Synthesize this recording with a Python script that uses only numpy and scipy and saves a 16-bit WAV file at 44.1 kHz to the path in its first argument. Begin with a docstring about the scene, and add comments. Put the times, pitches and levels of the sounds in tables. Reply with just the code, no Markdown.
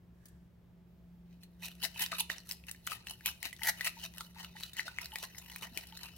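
"""Whisking batter in a glass bowl

An egg plops in, then a wire whisk beats thick batter in a glass bowl on a towel, close under a phone
with two microphone ports. Each stroke drags the wires along the damped glass in stick-slip; single
wires tick, wet pockets pop and the wall takes soft knocks. A fridge hums over faint kitchen hiss."""
import sys
import numpy as np
from scipy import signal
from scipy.fft import rfft, irfft
from scipy.io import wavfile
from scipy.ndimage import uniform_filter1d, map_coordinates

SR = 44100
rng = np.random.default_rng(int(sys.argv[2]) if len(sys.argv) > 2 else 0)


def pcm_store(signal):
    """Save signal as 16-bit PCM."""
    levels = np.round(np.clip(np.atleast_2d(signal), -1, 1) * 32767)
    wavfile.write(sys.argv[1], SR, levels.astype(np.int16).T)


N = 272097
TIME = np.arange(N) / SR
BLOW_SAMPLES = 6000
LAG_S, LAG_WANDER_S = .00007, .00004  # the right port hears the moving whisk later
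SWISH_START_S = 1.5  # from here on the wires keep swishing faintly between strokes

# rim modes of the glass, damped by batter and towel: pitch_hz, width_hz, level_db
RIM_MODES = [(1920, 155, 1.5), (2567, 230, 4.5), (2999, 153, -1), (3665, 180, -1.5), (4210, 330, -3),
             (5340, 185, -4.5)]


def undb(db):
    return 10 ** (np.asarray(db) / 20)


def unit(x):
    return x / np.sqrt(np.mean(x ** 2))


def decay(t, t60_s):
    return np.exp(-np.log(1000) * t / t60_s)


def pan(x, left_minus_right_db):
    return x * undb(np.outer([.5, -.5], left_minus_right_db))


def delay(x, lag_s):
    return map_coordinates(x, [np.arange(len(x)) - lag_s * SR], order=3)


def wander(rate_hz):
    """Smooth random drift with a spread near 1."""
    step = int(SR / rate_hz)
    held = rng.standard_normal(3000)[np.arange(N) // step]
    return 1.3 * uniform_filter1d(uniform_filter1d(held, step), step)


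def ring(x, hz, width_hz):
    """One resonance, gain 1 at its centre."""
    return signal.lfilter(*signal.iirpeak(min(hz, .45 * SR), hz / max(width_hz, 1), fs=SR), x)


def body(x, modes, shift_db=0.):
    """Resonances of alternating sign; as the point of contact moves they trade the same energy."""
    gains = [undb(db + (shift_db * wander(45) if shift_db else 0)) for _, _, db in modes]
    ringing = sum((-1) ** k * gains[k] / np.sqrt(width) * ring(x, hz, width)
                  for k, (hz, width, _) in enumerate(modes))
    return ringing / np.sqrt(sum(gain ** 2 for gain in gains))


def fridge(hum_hz=174.7, drift_hz=0.78):
    """A swelling, sinking hum and wavering narrow drones, the lowest nearly alike at both ports."""
    # swell of the fridge tone: time_s, level_db
    swell = [(0.0, -62), (0.01, -61.5), (0.89, -63.5), (1.13, -55.5), (1.44, -60.5), (1.65, -56),
             (2.94, -64), (3.13, -70.5), (3.32, -62), (3.44, -74.5), (3.61, -61.5), (4.09, -59.5),
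             (4.43, -57.5), (4.76, -67.5), (5.6, -61), (6.17, -62)]
    # room resonances stirred by the fridge: pitch_hz, width_hz, level_db
    drones = [(66.6, 8.2, -63.5), (109.2, 8.8, -72.5), (130.5, 27, -70), (192, 11.7, -72.5),
              (367.7, 33, -79), (658, 6.5, -85), (867, 4.4, -90.5)]
    phase = 2 * np.pi * np.cumsum(hum_hz + drift_hz * wander(5)) / SR
    hum_db = np.interp(TIME, *np.transpose(swell)) + 1.4 * wander(16)
    out = np.sqrt(2) * undb(hum_db) * np.sin(phase + np.array([[.15], [-.15]]))
    for hz, width, db in drones:
        mid, side = (unit(ring(rng.standard_normal(N), hz, width)) for _ in range(2))
        spread = min(0.15 * np.sqrt(hz / 65), 1)
        out += undb(db) * (mid + spread * side * np.array([[1], [-1]]))
    return out


def kitchen_hiss(wide_above_hz=500, lift_at_s=0.87, lift_db=2.5):
    """Room tone, centred in the bass and wide in the treble, which steps up ahead of the whisking."""
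    # colour of the room tone: frequency_hz, density_db (per Hz)
    spectrum = [(25, -100), (50, -90), (80, -104.5), (110, -88), (200, -97.5), (300, -101), (500, -107),
                (1200, -117), (3000, -122), (8000, -135), (11500, -131), (13000, -126), (16000, -125)]
    hz, db = np.transpose(spectrum)
    bins_hz = np.maximum(np.fft.rfftfreq(N, 1 / SR), 1)
    colour = undb(np.interp(np.log(bins_hz), np.log(hz), db)) * np.sqrt(SR / 2)
    mid, side = rfft(rng.standard_normal((2, N))) * colour
    side *= np.clip(bins_hz / wide_above_hz, .3, 1)
    bed = irfft(np.array([mid + side, mid - side]), N)
    treble = signal.sosfilt(signal.butter(2, 2000, "high", fs=SR, output="sos"), bed)
    return bed + (undb(lift_db) - 1) * treble * (TIME > lift_at_s)


def egg_slide(hollow_hz=1710):
    """The egg white slides in and settles: a soft wet rustle with one resonance of the bowl's hollow."""
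    # envelope of the rustle: time_s, level_db
    envelope = [(.14, -90), (.25, -78), (.3, -79), (.48, -91)]
    noise = rng.standard_normal((2, N))
    wet = unit(ring(noise, hollow_hz, 160)) + unit(ring(noise, 4400, 11000))
    return wet * undb(np.interp(TIME, *np.transpose(envelope), left=-np.inf, right=-np.inf))


def blows(events, attack_s, glide=0.042):
    """A dull blow gives one clean brief pitch, like a pocket popping; a bright one scuffs and cracks."""
    out, t = np.zeros((2, N + BLOW_SAMPLES)), np.arange(BLOW_SAMPLES) / SR
    for start_s, db, hz, treble_db, t60_s, pan_db in events:
        grit, spray = rng.standard_normal((2, BLOW_SAMPLES))
        port_spray = rng.standard_normal((2, BLOW_SAMPLES))
        envelope = decay(t, t60_s) * np.minimum(t / attack_s, 1)
        tone = np.sin(2 * np.pi * hz * t * (1 + glide * t / t60_s)) * np.minimum(1.34 * envelope, 1)
        burst = grit * envelope ** 6.25  # far shorter than the tone
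        scuff = unit(ring(burst, hz, hz / 4)) + 0.65 * unit(body(burst, RIM_MODES))
        scuff += 0.41 * unit(ring(ring(burst, 2800, 5100), 2800, 5100))
        crack = ring(ring(spray + 0.68 * port_spray, 12400, 17200), 14600, 16000)
        crack *= envelope * np.minimum(t / (2.8 * attack_s), 1)
        roughness = np.interp(treble_db, [-20, -12], [.05, .85])
        core = np.sqrt(1 - roughness) * tone + np.sqrt(roughness) * scuff / np.abs(scuff).max()
        left, right = (core + undb(treble_db) * crack) / np.hypot(1, undb(treble_db))
        right = delay(right, abs(LAG_S + LAG_WANDER_S * rng.standard_normal()))
        i = int(start_s * SR)
        out[:, i:i + BLOW_SAMPLES] += pan(undb(db) * np.array([left, right]), pan_db)
    return out[:, :N]


def egg_plops():
    """The egg lands in the batter with two quick, splashy blows."""
    # the landing: start_s, level_db, pitch_hz, treble_db, t60_s, pan_db
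    plops = [(.255, -47, 1710, 5.5, 0.049, -1), (.283, -54.5, 1670, 20, 0.042, 2.2)]
    return blows(plops, attack_s=0.0007)


def whisk_contact(swish_db=-71, swish_fade_s=0.33, swing_db=20):
    """Level, treble and wall ring in dB over time; where strokes overlap the stronger sets the colour."""
    # wire strokes along the glass: full_contact_s, level_db, rise_s, hold_s, fall_s, treble_db, wall_db
    strokes = [(1.323, -71, .08, 0.007, 0.076, -9, -29), (1.437, -63, 0.034, .002, .03, -1, -28),
               (1.632, -44, 0.021, 0.023, 0.059, -3.5, -12),
               (1.849, -33.5, 0.034, 0.0036, 0.022, -1.5, -12),
               (2.019, -32, 0.053, 0.012, 0.038, -1.5, -14.5), (2.129, -42, 0.031, 0.0061, 0.085, -9, -8.5),
               (2.206, -34, 0.049, .002, 0.017, 0.5, -14.5), (2.298, -38, 0.0056, 0.0025, 0.079, -7, -10.5),
               (2.512, -47.5, 0.043, .002, 0.044, 2.5, -11), (2.69, -45, 0.019, .002, 0.014, -2, -12),
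               (2.87, -54, .012, 0.018, 0.19, -22, -6), (2.916, -41.5, 0.053, 0.0023, 0.065, 0, -12.5),
               (3.11, -47.5, 0.067, 0.0018, 0.043, -1, -9.5), (3.267, -40, 0.032, 0.027, 0.036, -2.5, -13),
               (3.429, -47.5, 0.0091, 0.0076, 0.041, -8, -7),
               (3.46, -39, 0.041, 0.0017, 0.039, -3.5, -14.5),
               (3.677, -27.5, 0.043, .021, 0.0099, -2, -13.5), (3.805, -50.5, 0.061, .002, 0.033, -3, -11),
               (3.847, -39.5, 0.015, 0.011, 0.037, 3, -20.5),
               (3.873, -31.5, 0.052, 0.0017, 0.021, -3, -12.5), (4.05, -40.5, 0.091, .002, 0.02, -3.5, -16),
               (4.205, -52, 0.094, 0.0016, 0.09, -1, -6), (4.39, -50.5, 0.055, .005, 0.15, -6, -5.5),
               (4.56, -52, 0.024, 0.075, 0.14, -4, -14), (4.788, -42.5, 0.051, 0.01, 0.056, -9, -15.5),
               (4.872, -47, 0.039, 0.0018, 0.063, -6.5, -9), (4.99, -50.5, 0.059, 0.054, 0.049, -7, -10),
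               (5.161, -50.5, 0.082, 0.016, 0.12, 0, -8), (5.236, -42, 0.022, 0.0018, 0.037, -1, -7.5),
               (5.384, -53.5, 0.094, 0.0018, 0.033, -5, -12.5), (5.55, -55.5, 0.28, .002, 0.083, -2, -8),
               (5.631, -45.5, 0.036, .002, 0.061, -3.5, -5), (5.774, -50, 0.082, .002, 0.11, -0.5, -9.5),
               (5.957, -56.5, 0.22, 0.028, 0.44, -6, -13), (6.027, -50.5, .03, .002, 0.1, -2.5, -3)]
    power = undb(swish_db) ** 2 * np.clip((TIME - SWISH_START_S) / swish_fade_s, 1e-6, 1)
    treble_sum, wall_sum = 1.5 * power, -15 * power  # the swish's colour in dB, weighted by power
    for at_s, db, rise_s, hold_s, fall_s, treble_db, wall_db in strokes:
        away = np.maximum((at_s - TIME) / rise_s, 0) + np.maximum((TIME - at_s - hold_s) / fall_s, 0)
        stroke_power = undb(db - swing_db * away) ** 2
        power += stroke_power
        treble_sum += treble_db * stroke_power
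        wall_sum += wall_db * stroke_power
    return 10 * np.log10(power), treble_sum / power, wall_sum / power


def whisk_drag(slips_per_s=2400, rub=0.7, chatter_db=3.5, spread=0.9, shift_db=7.5):
    """Dense uneven slips over a smooth rub ring the glass; wires catch and let go in bunches."""
    # low modes of the damped bowl wall: pitch_hz, width_hz, level_db
    wall_modes = [(380, 330, -15), (653, 59, -6), (931, 103, 0.5), (1327, 220, -4)]
    # modes of the wires: pitch_hz, width_hz, level_db
    wire_modes = [(5980, 330, 0.5), (10810, 140, 8.5), (12400, 220, -10), (13400, 190, 6),
                  (13900, 420, -11)]
    level_db, treble_db, wall_db = whisk_contact()
    chance, size = rng.random((2, N))
    slips = unit((chance < slips_per_s / SR) * undb(-2.5 * np.log(1 - size)))
    grip = np.hypot(slips, rub) * undb(chatter_db * wander(260))
    # many wires touch at once, so each port hears partly its own mix of them
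    shared = grip * rng.standard_normal(N)
    per_port = grip * rng.standard_normal((2, N))
    lagged = np.array([shared, delay(shared, LAG_S + LAG_WANDER_S * wander(12))])
    rim_drive = lagged + spread * per_port
    wire_drive = lagged + 0.71 * spread * per_port
    scrape = unit(ring(ring(rim_drive, 4570, 6140), 4440, 6100))
    sheen = unit(ring(ring(wire_drive, 11100, 10900), 11800, 11000))
    rim = unit(unit(body(rim_drive, RIM_MODES, shift_db)) + undb(-3) * scrape)
    wires = unit(unit(body(wire_drive, wire_modes, shift_db)) + undb(5) * sheen)
    wall = unit(body(shared + per_port, wall_modes, shift_db))
    friction = rim + undb(treble_db) * wires + undb(wall_db) * wall
    return pan(friction * undb(level_db), 1 + 2.1 * wander(25.07))


def wire_ticks():
    """Single wires tick on the rim and wet pockets pop, standing out from the drag."""
    # accents of the whisking: start_s, level_db, pitch_hz, treble_db, t60_s, pan_db
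    accents = [(1.4332, -44, 4160, -6, 0.039, 0), (1.6306, -41, 4110, -12, 0.05, 7),
               (1.6555, -35.5, 2530, -3, 0.049, 8), (1.8278, -30, 2886, -13, 0.01, 8),
               (1.8424, -29, 3790, -11, 0.019, 14), (1.8502, -20.5, 3830, -6, 0.016, 8),
               (1.9595, -44, 2560, -18, 0.052, 5), (2.0185, -25, 2480, 4, 0.046, 6),
               (2.0622, -22, 3680, -9, 0.0098, -1), (2.1286, -29, 1240, -23, 0.022, 7),
               (2.1964, -22.5, 4050, -8, 0.03, 5.5), (2.3, -24, 1850, -14, 0.02, -7),
               (2.3164, -40, 2720, -10, 0.022, 0), (2.3277, -38.5, 2630, 1, 0.032, 2),
               (2.3827, -31, 5650, -13.5, 0.0055, -7.5), (2.4713, -42, 1510, 7, 0.0065, -2),
               (2.4907, -32.5, 5790, 7, 0.014, -2), (2.5118, -24.5, 4970, -14, 0.014, 10),
               (2.52, -30.5, 3200, 5, 0.014, -6), (2.6389, -45, 2600, -18, 0.0091, 8),
               (2.6675, -43.5, 4890, 13, 0.011, 1), (2.6851, -38.5, 2640, -26, 0.026, 2),
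               (2.7125, -28, 3700, 9, 0.012, -2), (2.7474, -45.5, 1800, -13.5, 0.027, -3),
               (2.8672, -30.5, 4580, 17, 0.037, 1), (2.8733, -22.5, 1430, -10.5, 0.015, 5),
               (2.9185, -27.5, 1255, -15.5, 0.023, 7), (3.0694, -33, 2665, -9, 0.044, 1),
               (3.0847, -32, 4100, -15.5, 0.014, 4), (3.2082, -42.5, 1750, -12, 0.024, 3),
               (3.2592, -17.5, 2520, 0.5, 0.021, 2.5), (3.4289, -25.5, 2050, -1.5, 0.0091, 6.5),
               (3.5282, -35, 1980, -7, 0.041, -6), (3.5643, -41, 3647, -6, 0.014, 7),
               (3.5922, -44.5, 1890, -11, 0.061, 0), (3.6192, -34.5, 2020, -28, 0.016, 10),
               (3.6333, -23, 3180, -2, 0.022, 3), (3.6765, -44, 2750, -7, 0.018, 0),
               (3.6858, -21, 2730, 3, 0.013, 0), (3.7952, -35.5, 2520, -19, 0.0044, 10),
               (3.8091, -22.5, 1940, -14, 0.025, 4), (3.8715, -23.5, 1900, -8, 0.036, -2),
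               (3.9976, -40, 3000, -3, 0.012, 6), (4.038, -33, 2930, -3, 0.035, 1),
               (4.138, -38.5, 6300, -1, 0.005, 11), (4.1818, -28, 2840, 2, 0.0095, 3),
               (4.2074, -28.5, 1340, -7, 0.027, 2), (4.4459, -33, 2820, -12, 0.024, 3),
               (4.567, -41.5, 1900, -27, 0.02, 0), (4.6076, -35, 1110, -3, 0.015, 4),
               (4.6342, -27, 3970, -9.5, 0.031, 5), (4.7327, -38.5, 3680, -5, 0.039, 3),
               (4.7673, -33, 1940, -1.5, 0.02, 0), (4.7947, -21.5, 1960, -32, 0.014, 2.5),
               (4.8802, -33, 1450, -15.5, 0.036, 0), (4.9858, -24, 2040, -17.5, 0.012, 6.5),
               (5.0157, -32.5, 5400, 0, 0.019, 2), (5.044, -36.5, 4730, -10, 0.037, -2),
               (5.0573, -30, 4140, -5.5, 0.015, 0), (5.1194, -39.5, 2990, -16, 0.015, 1),
               (5.1574, -19.5, 1914, -13, 0.017, 4.5), (5.1851, -29.5, 3920, -2, 0.01, -3),
               (5.2364, -27.5, 2740, -8, 0.021, 4), (5.3484, -42, 2030, -22, 0.0078, 9),
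               (5.3822, -33.5, 6730, -6, 0.041, 0), (5.4605, -44, 2750, -10, 0.044, 2),
               (5.4987, -37, 2860, -7, 0.013, 4), (5.5188, -36.5, 2043, -5, 0.0083, 6),
               (5.5602, -30.5, 2460, -4, 0.021, 1), (5.5819, -45, 5900, 18, 0.041, 1),
               (5.6314, -34.5, 2980, -15.5, 0.023, -6), (5.7741, -22, 2452, -2.5, 0.014, 6),
               (5.8697, -43.5, 4340, 0, 0.027, 1), (5.9241, -40.5, 3050, -21, 0.0091, 4),
               (5.972, -34, 4100, -10, 0.037, 2), (6.0325, -32.5, 3960, -10, 0.032, 10),
               (6.0583, -40, 2690, -14, 0.069, -2), (6.1634, -46.5, 6100, 8, 0.036, 5)]
    return blows(accents, attack_s=0.00024)


def batter_pops(count=200, lowest_hz=1300, octaves=1.88, t60_s=0.018, attack_s=0.00074):
    """Small air pockets in the sticky batter pop at random, louder where the wires press harder."""
    contact_db = whisk_contact()[0]
    out, t = np.zeros((2, N + BLOW_SAMPLES)), np.arange(BLOW_SAMPLES // 8) / SR
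    envelope = decay(t, t60_s) * np.minimum(t / attack_s, 1)
    for when, pitch, size, place in rng.random((count, 4)):
        i = int((SWISH_START_S + when * (N / SR - SWISH_START_S)) * SR)
        level_db = contact_db[i] - 6.5 - 3.5 * np.log(1 - size)  # mostly under the drag, a few above
        pop = np.sin(2 * np.pi * lowest_hz * 2 ** (octaves * pitch) * t) * envelope
        out[:, i:i + len(t)] += pan(undb(level_db) * pop, 8 * place - 2)
    return out[:, :N]


def wall_knocks(rise_s=0.0025, glide=0.043, wobble_db=1.5):
    """Each knock swells in a few milliseconds, glides up a little and dies unevenly in the batter."""
    # soft knocks that each set one low wall mode humming: start_s, level_db, pitch_hz, t60_s
    knocks = [(1.842, -57, 302, 0.03), (1.96, -47.5, 920, 0.03), (2.007, -52, 310, 0.023),
              (2.022, -44, 947, 0.045), (2.203, -44, 900, 0.027), (2.297, -50, 345, 0.014),
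              (2.32, -56, 637, 0.088), (2.914, -55.5, 400, 0.044), (3.45, -57, 295, 0.12),
              (3.613, -46.5, 880, 0.072), (3.685, -35, 902, 0.039), (3.86, -48.5, 650, 0.079),
              (3.968, -50, 910, 0.077), (4.04, -55.5, 652, 0.1), (4.362, -49, 898, 0.047),
              (4.553, -50, 855, 0.046), (5.015, -52, 950, 0.037), (5.128, -51, 872, 0.17),
              (5.236, -51, 1020, 0.064), (5.628, -56, 1070, 0.072), (5.716, -55, 228, 0.1),
              (5.77, -44, 340, 0.01), (5.923, -52, 880, 0.087)]
    out, t = np.zeros(N + BLOW_SAMPLES), np.arange(BLOW_SAMPLES) / SR
    for start_s, db, hz, t60_s in knocks:
        swell = (1 - np.exp(-t / rise_s)) * decay(t, t60_s)
        tone = np.sin(2 * np.pi * hz * t * (1 + glide * t / t60_s))
        i = int(start_s * SR)
        out[i:i + BLOW_SAMPLES] += undb(db) * swell / swell.max() * tone
    return pan(out[:N] * undb(wobble_db * wander(150)), left_minus_right_db=4)


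def reverb(x, t60_s, samples):
    """A diffuse tail of unit energy, different at each port."""
    tail = rng.standard_normal((2, samples)) * decay(np.arange(samples) / SR, t60_s)
    tail /= np.sqrt(np.sum(tail ** 2, axis=1, keepdims=True))
    return signal.fftconvolve(x, tail, axes=1)[:, :N]


def scene():
    """Egg and whisk echo in the bowl's hollow and the duller kitchen, over fridge and room tone."""
    near = egg_slide() + egg_plops() + whisk_drag() + wire_ticks() + batter_pops() + wall_knocks()
    hollow = reverb(near, t60_s=0.11, samples=1500)
    dulled = signal.lfilter(*signal.butter(1, 7700, fs=SR), near)
    kitchen = reverb(dulled, t60_s=0.32, samples=18000)
    return near + undb(-11) * hollow + undb(-12) * kitchen + fridge() + kitchen_hiss()


def record(dry):
    """The phone cuts the top steeply."""
    return signal.sosfilt(signal.ellip(10, .2, 75, 15900, fs=SR, output="sos"), dry)


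dry = scene()
out = record(dry)
pcm_store(out)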